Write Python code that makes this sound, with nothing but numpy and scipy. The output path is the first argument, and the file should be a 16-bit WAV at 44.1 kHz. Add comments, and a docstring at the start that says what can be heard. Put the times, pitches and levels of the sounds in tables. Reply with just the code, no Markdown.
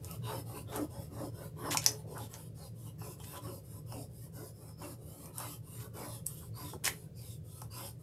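"""Burnishing a transfer sheet

A small stick rubs a plastic sheet onto a thin wooden board, back and forth, four strokes a second.
Stick-slip friction hisses on the film and drives the board's resonances, which rasp and drum.
Now and then the sheet buckles, and it crackles, snaps or pops.
A small room reflects these sounds, over a low steady hum."""
import sys
import numpy as np
from scipy import signal
from scipy.fft import rfft, irfft, next_fast_len
from scipy.io import wavfile
from scipy.ndimage import uniform_filter1d, map_coordinates

SR = 44100
rng = np.random.default_rng(int(sys.argv[2]) if len(sys.argv) > 2 else 0)


def output_pcm(signal):
    """Save a mono or channel-first signal as 16-bit PCM at the path in sys.argv[1].

    Samples are clipped to [-1, 1] before scaling.
    """
    pcm = np.clip(np.atleast_2d(signal).T, -1, 1) * 32767
    wavfile.write(sys.argv[1], SR, np.round(pcm).astype(np.int16))


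N = 353682
TIME = np.arange(N) / SR

# The film's bright hiss. Each row: frequency in Hz, spectral density in dB.
HISS = [(3000, -40), (6500, -9.5), (7700, -4.5), (8500, 1.5), (9600, 0), (11000, 3), (13000, -1.5),
        (14500, -5.5), (15800, -25.5)]


def amp(db):
    """Amplitude ratio of a level in decibels."""
    return 10 ** (np.asarray(db) / 20)


def unit(x):
    """Normalisation to an rms of 1."""
    return x / np.sqrt(np.mean(x ** 2) + 1e-20)


def along(points, hz):
    """Interpolation of (Hz, value) points on a logarithmic frequency axis."""
    f, v = np.transpose(points)
    return np.interp(np.log(hz + 1), np.log(f + 1), v)


def curve(points):
    """Linear interpolation of (seconds, value) points, one value per sample."""
    return np.interp(TIME, *np.transpose(points))


def wobble(rate):
    """Smooth random modulation: a spline through rate knots a second."""
    return map_coordinates(rng.standard_normal(int(N * rate / SR) + 4), [TIME * rate])


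def filtered(x, response):
    """Linear filtering: the spectrum of x times a frequency response."""
    size = next_fast_len(N + SR // 2)
    return irfft(rfft(x, size) * response(np.fft.rfftfreq(size, 1 / SR)), size)[..., :N]


def coloured(x, spectrum, size=16384):
    """Minimum-phase filtering: x excites a causal response of this spectrum and unit energy."""
    cepstrum = irfft(np.log(amp(along(spectrum, np.fft.rfftfreq(size, 1 / SR)))))
    cepstrum[1:size // 2] *= 2
    cepstrum[size // 2 + 1:] = 0
    ring = irfft(np.exp(rfft(cepstrum)))
    return signal.fftconvolve(x, ring / np.linalg.norm(ring))[:N]


def gliding(x, stretch):
    """Resampling multiplies every frequency of x by the factor stretch."""
    return map_coordinates(x, [np.cumsum(stretch)], order=1, mode="mirror")


def slips(rate, spread_db):
    """Stick-slip excitation: random impulses of uneven size, rate a second, at steady power."""
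    jolts = (rng.random(N) < rate / SR) * rng.standard_normal(N) / np.sqrt(rate)
    return unit(jolts * amp(spread_db * rng.standard_normal(N)))


def wandering(x, stretch, depth_db, spacing_hz, rate):
    """A moving contact: each spot favours other frequencies, which glide by the factor stretch."""
    hz, t, spectra = signal.stft(x, SR, nperseg=1024)
    field = rng.standard_normal((400, 200))
    place = np.broadcast_arrays(hz[:, None] / (spacing_hz * np.interp(t, TIME, stretch)), t * rate)
    colour = amp(depth_db * map_coordinates(field, place, order=1, mode="mirror"))
    power = np.mean(np.abs(spectra) ** 2, axis=1)
    colour /= np.sqrt(power @ colour ** 2 / power.sum())  # the colour moves, the power stays
    return unit(signal.istft(spectra * colour, SR, nperseg=1024)[1][:N])


def through_board(x, direct):
    """Forced vibration: the board rings in its modes and passes the share direct straight on."""
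    # The board's modes. Each row: frequency in Hz, bandwidth in Hz, peak gain in dB.
    modes = [(297.7, 10.5, 10.5), (359.3, 18, 3.5), (427, 3.6, 12.5), (559.3, 34, 4), (627, 72, -3.5),
             (725, 51, -1), (843, 75, -1.5), (994, 98, -7), (1014, 210, -6.5), (1260, 45, -2.5),
             (1548, 25, -24.5), (1770, 22, -11)]
    resonance = lambda f, hz, width: 1j * f * width / (hz * hz - f * f + 1j * f * width)
    response = lambda f: direct + sum(amp(db) * resonance(f, hz, width) for hz, width, db in modes)
    return filtered(x, response)


def rubbing():
    """Sliding friction: speed drives the hiss, pressure the board. Returns tip sound and drumming."""
    # Pull and push in turn. Each row: start and end in seconds, force in dB, drumming in dB,
    # place of the pressure crest along the stroke from 0 to 1.
    strokes = [(0, 0.18, -0.5, -3, 0.64), (0.219, 0.43, 4, 9.5, 0.52), (0.441, 0.637, 1.5, 2, 0.53),
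               (0.669, 0.873, 0.5, 15, 0.58), (0.883, 1.094, -3, 0, 0.41), (1.093, 1.308, -2, 11.5, 0.54),
               (1.316, 1.508, -3, 2.5, 0.54), (1.553, 1.829, 2, 11, 0.41), (1.81, 2.045, -4, 1.5, 0.34),
               (2.053, 2.287, -1.5, 2, 0.59), (2.278, 2.5, -1.5, -11, 0.34), (2.538, 2.699, -3, -7, 0.58),
               (2.737, 2.92, -4, -8, 0.83), (2.975, 3.169, 1, 0, 0.41), (3.162, 3.411, 1, 1.5, 0.89),
               (3.404, 3.618, 0, 4.5, 0.35), (3.614, 3.819, -4, -5, 0.73), (3.848, 4.074, -1, 4, 0.48),
               (4.086, 4.293, -5, -0.5, 1), (4.315, 4.528, -0.5, 1.5, 0.42), (4.52, 4.742, -6.5, -6, 0.54),
               (4.769, 4.97, 0.5, 5.5, 0.4), (4.96, 5.327, -3, 4, 0.97), (5.32, 5.589, 5.5, -2, 0.39),
               (5.617, 5.889, 0, -3, 0.83), (5.927, 6.215, 4.5, 1, 0.36), (6.245, 6.509, 1, -24, 0.22),
               (6.536, 6.78, 3.5, -0.5, 0.35), (6.823, 7.084, -2, 0.5, 0.07),
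               (7.145, 7.381, -1.5, -27, 0.43), (7.425, 7.674, -3.5, -8, 0.85), (7.699, 7.931, 5, -2, 0.42),
               (7.96, 8.21, -6, -1, 0.72)]
    # Friction spectra of film and board. Each row: frequency in Hz, spectral density in dB.
    film_spectrum = [(3000, -35), (4400, -12), (4950, -1.5), (5250, 1), (5650, -5), (6400, -11), (7500, -6),
                     (10000, -30)]
    scrape_spectrum = [(1300, -18), (1800, -9.5), (2350, -7.5), (2850, 3.5), (3400, 0), (3900, 2),
                       (4500, 1.5), (5400, -6.5), (8000, -38)]
    rasp_spectrum = [(400, -22.5), (700, -0.5), (900, 1.5), (1300, -4), (1600, -6.5), (2000, -4.5),
                     (3200, -23), (6000, -40)]
    drum_spectrum = [(100, -39), (200, 8), (300, 1), (560, 1), (700, -8.5), (1100, -22.5), (3000, -106)]
    # How coarse the surface is, and how freely the film rings. Each row: time in seconds, level in dB.
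    coarseness = [(.3, 3), (1, 3), (1.9, 5.5), (2.2, 3.5), (2.65, 3), (3.05, -1.5), (3.33, 3.5), (3.6, -3),
                  (4.45, -3), (5.4, 1.5), (6.1, 0.5), (8, 1)]
    sheen = [(.3, 1), (.75, -2), (1, 4.5), (1.5, -6), (2.2, 1), (3, 2.5), (3.6, 0.5), (4.5, 1.5),
             (5.4, -1.5), (7.8, 1)]
    # The rasp's pitch at the spot being rubbed. Each row: time in seconds, frequency factor.
    rasp_pitch = [(0, 1.046), (1.3, 0.91), (2.2, 0.95), (3.3, 1.205), (4.2, 1.13), (5.4, 1.25), (6.1, 1.14),
                  (8, 1.16)]

    stroke = np.maximum(np.searchsorted(np.array(strokes)[:, 0], TIME) - 1, 0)
    start, end, force_db, board_db, crest = np.array(strokes)[stroke].T
    push = 2 * (stroke % 2) - 1  # +1 on a push, -1 on a pull
    phase = np.clip((TIME - start) / (end - start), 0, 1)
    speed = 0.0087 + np.tanh(1.9 * np.abs(np.sin(np.pi * phase)) ** 1.3)  # almost still at the turns
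    speed_db = 20 * np.log10(speed)
    swell_db = 12 * np.tanh((crest - 0.38) / 0.17)  # a late crest swells the hiss, an early one fades it
    drive_db = speed_db + swell_db * (phase - .5)
    pressure_db = lambda peak: 0.43 * speed_db - 13 * (1 - np.exp(-((phase - peak) / 0.32) ** 2))
    coarse_db = curve(coarseness)
    hiss_db = -56 + force_db + drive_db
    film_db = -66.5 + force_db + 2.5 * push + curve(sheen) + drive_db
    scrape_db = -69 + 1.45 * force_db + coarse_db + drive_db
    rasp_db = -57.5 + force_db + 0.42 * board_db + 0.94 * coarse_db + pressure_db(crest)
    drum_db = -51.5 + board_db + pressure_db(crest + 0.11)  # peaks after the rasp: the stroke darkens

    stretch = 1 - .11 * push * (phase - .5)  # resonances sink along a push and rise along a pull
    friction = lambda spectrum: coloured(slips(2500 + 12000 * speed, spread_db=1.2), spectrum)
    hiss = wandering(friction(HISS), stretch ** .5, depth_db=5, spacing_hz=260, rate=18)
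    film = wandering(friction(film_spectrum), stretch ** .3, depth_db=6, spacing_hz=190, rate=12)
    scrape = wandering(friction(scrape_spectrum), stretch, depth_db=8.5, spacing_hz=190, rate=11)
    rasp = gliding(friction(rasp_spectrum), curve(rasp_pitch) * stretch ** 2)
    rasp = through_board(rasp, direct=0.079)
    rasp = wandering(rasp, stretch, depth_db=9, spacing_hz=90.55, rate=13)
    drum = through_board(friction(drum_spectrum), direct=0.17)
    drum = wandering(drum, stretch, depth_db=7, spacing_hz=59.9, rate=16)

    grain_db = wobble(40) + 0.17 * wobble(270)  # the paint is not quite smooth
    gain = lambda db: uniform_filter1d(amp(db), size=500)
    tip = gain(hiss_db) * hiss + gain(film_db) * film + gain(scrape_db) * scrape + gain(rasp_db) * rasp
    return tip * amp(grain_db), gain(drum_db) * drum


def background():
    """Ambient noise: ventilation rumble, mains hum and faint room noise in antiphase at the ears."""
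    # The rumble's strength. Each row: time in seconds, level in dB.
    rumble_levels = [(0, -44), (1.2, -46.5), (3.6, -48), (4.8, -50), (5.7, -49.5), (6.6, -46.5), (8, -49.5)]
    # Ventilation and room noise. Each row: frequency in Hz, spectral density in dB.
    rumble_spectrum = [(20, -45.5), (31, -32.5), (41, -10.5), (49, -30.5), (64, -9.5), (85, -3), (100, -2),
                       (116, 6), (135, -8.5), (157, 1), (175, -8.5), (230, -20), (500, -19.5), (900, -44.5),
                       (3000, -48.5), (12000, -52.5)]
    diffuse_spectrum = [(30, -11), (150, -12), (500, 4), (1400, -7), (3000, -5.5), (5500, -9.5),
                        (9000, -55)]
    rumble = amp(curve(rumble_levels)) * unit(coloured(rng.standard_normal(N), rumble_spectrum))
    mains = amp(-59 + 1.7 * wobble(5.3)) * np.sin(2 * np.pi * 120 * TIME)
    diffuse = amp(-83.5) * unit(coloured(rng.standard_normal(N), diffuse_spectrum))
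    return rumble + mains + np.array([diffuse, -diffuse])


def snags():
    """Buckling: the tip catches and crumples the sheet, a dull crunch with bright crackle on top."""
    # The catches. Each row: start and end in seconds, level in dB.
    catches = [(0.024, 0.126, -70), (0.717, 0.784, -55), (1.704, 1.748, -39), (1.764, 1.79, -48.5),
               (1.81, 1.862, -50.5), (1.854, 1.899, -48.5), (2.175, 2.273, -64), (2.328, 2.362, -58.5),
               (3.234, 3.255, -53.5), (3.352, 3.386, -57), (4.815, 4.86, -61.5), (5.383, 5.47, -60.5),
               (5.793, 5.833, -58.5), (6.837, 6.886, -37), (6.875, 6.894, -40)]
    # The crunch. Each row: frequency in Hz, spectral density in dB.
    crunch_spectrum = [(300, -16.5), (900, 4), (1300, -2.5), (1700, 6), (2150, 2.5), (2900, 6.5), (4400, 2),
                       (5900, 2), (8000, 3.5), (14000, -33)]
    gate = lambda start, end: np.clip(np.minimum(TIME - start, end - TIME) / .008, 0, 1)
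    envelope = sum(amp(db) * gate(start, end) for start, end, db in catches)
    buckling = lambda spectrum: unit(coloured(slips(3600, spread_db=2.5), spectrum))
    return envelope * (buckling(crunch_spectrum) + amp(-3.5) * buckling(HISS))


def snaps_and_taps():
    """Impulsive excitation: each blow cracks the film and leaves the board's modes to decay freely."""
    # The sheet snaps. Each row: time in seconds, level in dB, thin tick relative to the snap in dB.
    sheet_snaps = [(0.046, -33.5, 1), (0.112, -38.5, 9), (0.7601, -34.5, 10), (0.7646, -37, 10),
                   (1.715, -27, -16), (1.772, -8.5, -15), (1.842, -26.5, 0), (1.8627, -4, -5),
                   (1.917, -38, 12), (2.18, -40, 7), (2.34, -30, -15), (5.258, -40.5, 5.5),
                   (5.382, -35.5, 14.5), (6.2616, -45, 14), (6.2657, -33, 18.5), (6.845, -26, 4),
                   (6.854, -15.5, -18), (6.871, -22, -10), (7.617, -39, 6)]
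    # The tip bumps the board. Each row: time in seconds, level in dB, offset of the crack in dB.
    tip_taps = [(1.747, -17, -10), (3.017, -35, -16), (3.201, -41.5, -2.5), (3.923, -33.5, -3),
                (4.819, -38.5, -7), (5.401, -31.5, -1.5), (5.971, -38, -6), (6.735, -32.5, -11.5),
                (7.619, -33.5, -3)]
    # The struck board's modes. Each row: frequency in Hz, level in dB, 60 dB decay time in seconds.
    modes = [(305, -23, 0.047), (435, -21, 0.065), (555, -18.5, .03), (860, -1, 0.04), (960, -6, 0.042),
             (1076, -8, 0.037), (1296, -8.5, 0.033), (1430, -9.5, 0.0079)]
    # The snapping film. Each row: frequency in Hz, spectral density in dB.
    snap_spectrum = [(500, -16), (1400, -15.5), (2200, 2), (2900, -2.5), (4000, -5), (4700, 1.5),
                     (5250, 9.5), (7500, 2), (8700, -0.5), (10200, 3.5), (15000, -28.5)]
    crack_t60_s, knock_rise_s = .009, 0.00075
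    t = np.arange(SR // 8) / SR
    ticks, snaps, knocks = np.zeros((3, N + len(t)))
    blows = [(start, db + thin_db, db, db - 23.5) for start, db, thin_db in sheet_snaps]
    blows += [(start, db + crack_db, db + crack_db, db) for start, db, crack_db in tip_taps]
    for start, tick_db, snap_db, knock_db in blows:
        crack = rng.standard_normal((2, len(t))) * amp(-60 * t / crack_t60_s)
        crack *= 2.08 / np.linalg.norm(crack, axis=1, keepdims=True)
        detuning = 1 + .02 * rng.standard_normal(len(modes))  # each spot rings a little differently
        ring = sum(amp(db - 60 * t / t60) * np.sin(2 * np.pi * hz * shift * t)
                   for (hz, db, t60), shift in zip(modes, detuning))
        span = slice(round(start * SR), round(start * SR) + len(t))
        ticks[span] += amp(tick_db) * crack[0]
        snaps[span] += amp(snap_db) * crack[1]
        knocks[span] += 0.57 * amp(knock_db) * ring * (1 - np.exp(-t / knock_rise_s))
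    return coloured(ticks[:N], HISS) + coloured(snaps[:N], snap_spectrum) + knocks[:N]


def sweep(start, end, first_hz, last_hz, db, width_hz, slips_per_s):
    """A driven resonance: random slips excite one band, which swells and fades as its centre glides."""
    count = round((end - start) * SR)
    carrier = np.exp(2j * np.pi * np.cumsum(np.geomspace(first_hz, last_hz, count)) / SR)
    jolts = rng.standard_normal(count) * (rng.random(count) < slips_per_s / SR)
    lowpass = signal.butter(2, width_hz / 2, fs=SR)
    ring = np.real(carrier * signal.lfilter(*lowpass, jolts / carrier))  # a band around the carrier
    swell = np.sin(np.linspace(0, np.pi, count))
    out = np.zeros(N)
    out[round(start * SR):][:count] = amp(db) * swell * unit(ring)
    return out


def swishes():
    """Local resonance: each loose patch of film half whistles under the tip at its own pitch."""
    # The patches. 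Each row: start and end in seconds, first and last frequency in Hz, level in dB.
    patches = [(0.069, 0.17, 2600, 2950, -60.5), (0.217, 0.347, 3800, 3700, -56.5),
               (0.222, 0.348, 3000, 2600, -56), (0.529, 0.627, 2570, 2800, -60.5),
               (0.659, 0.782, 3360, 3950, -61), (2.17, 2.282, 3600, 3700, -62),
               (2.589, 2.685, 4490, 3830, -64), (2.85, 2.92, 2930, 2950, -68.5),
               (2.987, 3.097, 2760, 2400, -65), (3.193, 3.226, 3270, 3280, -59),
               (3.236, 3.33, 3590, 3600, -67), (3.343, 3.395, 3350, 3250, -59.5),
               (3.45, 3.528, 2980, 2770, -66), (3.871, 4.014, 2970, 2570, -64.5),
               (5.359, 5.519, 2946, 2500, -62), (6.042, 6.215, 3670, 3360, -65),
               (6.28, 6.474, 3980, 3237, -81), (6.526, 6.652, 4470, 4900, -60),
               (6.615, 6.76, 3886, 3300, -60.5), (7.138, 7.247, 4960, 4650, -65),
               (7.213, 7.384, 3950, 3460, -66), (7.465, 7.602, 3440, 3500, -75),
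               (7.698, 7.802, 4600, 5170, -58), (7.707, 7.914, 2546, 3285, -62.5),
               (5.969, 6.117, 2130, 1918, -65), (6.56, 6.68, 2110, 2000, -70)]
    return sum(sweep(*patch, width_hz=350, slips_per_s=3000) for patch in patches)


def bites():
    """Coarse stick-slip: the tip digs in and grates in two resonances that fall as it slows."""
    # The tip digs in. Each row: start and end in seconds, level in dB.
    digs = [(0.248, 0.367, -49.5), (0.71, .82, -47), (1.14, 1.243, -61), (1.62, 1.73, -46.5),
            (2.146, 2.207, -48.5), (3.331, 3.399, -52.5), (3.44, 3.517, -59), (4.66, 4.728, -66.5),
            (4.806, 4.873, -55), (5.37, 5.48, -50), (5.947, 6.105, -55), (6.404, 6.466, -63),
            (6.559, 6.65, -59), (7.77, 7.87, -58.5)]
    # The grating resonances. Each row: starting frequency in Hz, relative level in dB.
    modes = [(1000, 0), (1480, -4)]
    return sum(sweep(start, end, hz, hz * 0.79, db + mode_db, width_hz=480, slips_per_s=900)
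               for start, end, db in digs for hz, mode_db in modes)


def whistles(hz=5230):
    """Narrow-band resonance: now and then the film's own ring builds up and dies away."""
    # The film rings. Each row: start and end in seconds, level in dB.
    rings = [(0.885, 1.074, -68.5), (1.196, 1.312, -64), (1.315, 1.452, -68.5), (1.64, 1.76, -54),
             (3.418, 3.502, -66.5), (3.978, 4.07, -69), (4.51, 4.644, -76), (4.655, 4.77, -68),
             (4.771, 4.86, -62)]
    return sum(sweep(start, end, hz, hz, db, width_hz=290, slips_per_s=3000) for start, end, db in rings)


def groans():
    """Friction under load: the board shudders in a low resonance when the hand leans on it."""
    # The hand leans. Each row: start and end in seconds, frequency in Hz, level in dB.
    leans = [(1.613, 1.701, 448, -48.5), (2.019, 2.193, 476.5, -50.5), (4.976, 5.128, 399, -60.5),
             (5.93, 6.049, 408, -46.5), (6.723, 6.778, 375, -46.5)]
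    return sum(sweep(start, end, hz, hz, db, width_hz=235, slips_per_s=900)
               for start, end, hz, db in leans)


def pops():
    """Snap-through buckling: a bulge in the sheet flips, one impulse into a short, hollow ring."""
    # The flips. Each row: time in seconds, level in dB.
    flips = [(1.7202, -15), (6.8774, -6)]
    # The bulge's ring. Each row: frequency in Hz, spectral density in dB.
    bulge_spectrum = [(300, -22), (900, 0), (1250, -6), (1700, 2), (2050, 6.5), (2700, -3), (4000, -15),
                      (12000, -29.5)]
    impulses = np.zeros(N)
    for start, db in flips:
        impulses[round(start * SR)] = amp(db)
    return coloured(impulses, bulge_spectrum)


def room(x, early_db, late_db):
    """Reverberation: early reflections from near surfaces, then a short tail. Returns mid and side."""
    # The room's decay. Each row: frequency in Hz, reverberation time in seconds.
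    decay_times = [(200, 0.047), (1000, 0.18), (5000, 0.17), (14000, 0.17)]
    hz, t, spectra = signal.stft(rng.standard_normal((2, SR // 2)), SR, nperseg=256)
    decay = amp(-60 * t / along(decay_times, hz)[:, None])
    tail = signal.istft(spectra * decay, SR, nperseg=256)[1]
    t = np.arange(tail.shape[1]) / SR
    early = rng.standard_normal(tail.shape) * (rng.random(tail.shape) < .05) * amp(-60 * t / 0.022)
    response = sum(amp(db) * part / np.linalg.norm(part, axis=1, keepdims=True)
                   for db, part in ((early_db, early * (t > .002)), (late_db, tail * (t > .006))))
    return signal.fftconvolve(x[None], response, axes=1)[:, :N]


def scene():
    """Superposition: stick, sheet and board are central; reflections add width, most to the snaps."""
    # Stereo spread of the reflections. Each row: frequency in Hz, side gain in dB.
    tip_width = [(100, -24.5), (500, -16.5), (1200, -13.5), (2500, -1), (5000, -16.5), (8000, -31.5),
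                 (12000, -37.5)]
    snap_width = [(250, -17), (500, -19), (1000, -15), (2200, -7), (5000, -9), (8000, -14), (12000, -17)]
    tip, drum = rubbing()
    tip = tip + bites() + swishes() + whistles()
    snaps = snags() + snaps_and_taps() + pops()
    tip_room, tip_side = room(tip, early_db=-28, late_db=-8)
    snap_room, snap_side = room(snaps, early_db=-8.5, late_db=-7)
    spread = lambda x, width: filtered(x, lambda hz: amp(along(width, hz)))
    side = spread(tip_side, tip_width) + spread(snap_side, snap_width)
    mid = tip + drum + groans() + snaps + tip_room + snap_room
    return np.array([mid + side, mid - side]) + background()


def record(dry):
    """Band limiting: a steep low-pass filter removes the highest treble."""
    cutoff_hz = 15800
    return filtered(dry, lambda hz: 1 / (1 + (hz / cutoff_hz) ** 120))


dry = scene()
out = record(dry)
output_pcm(out)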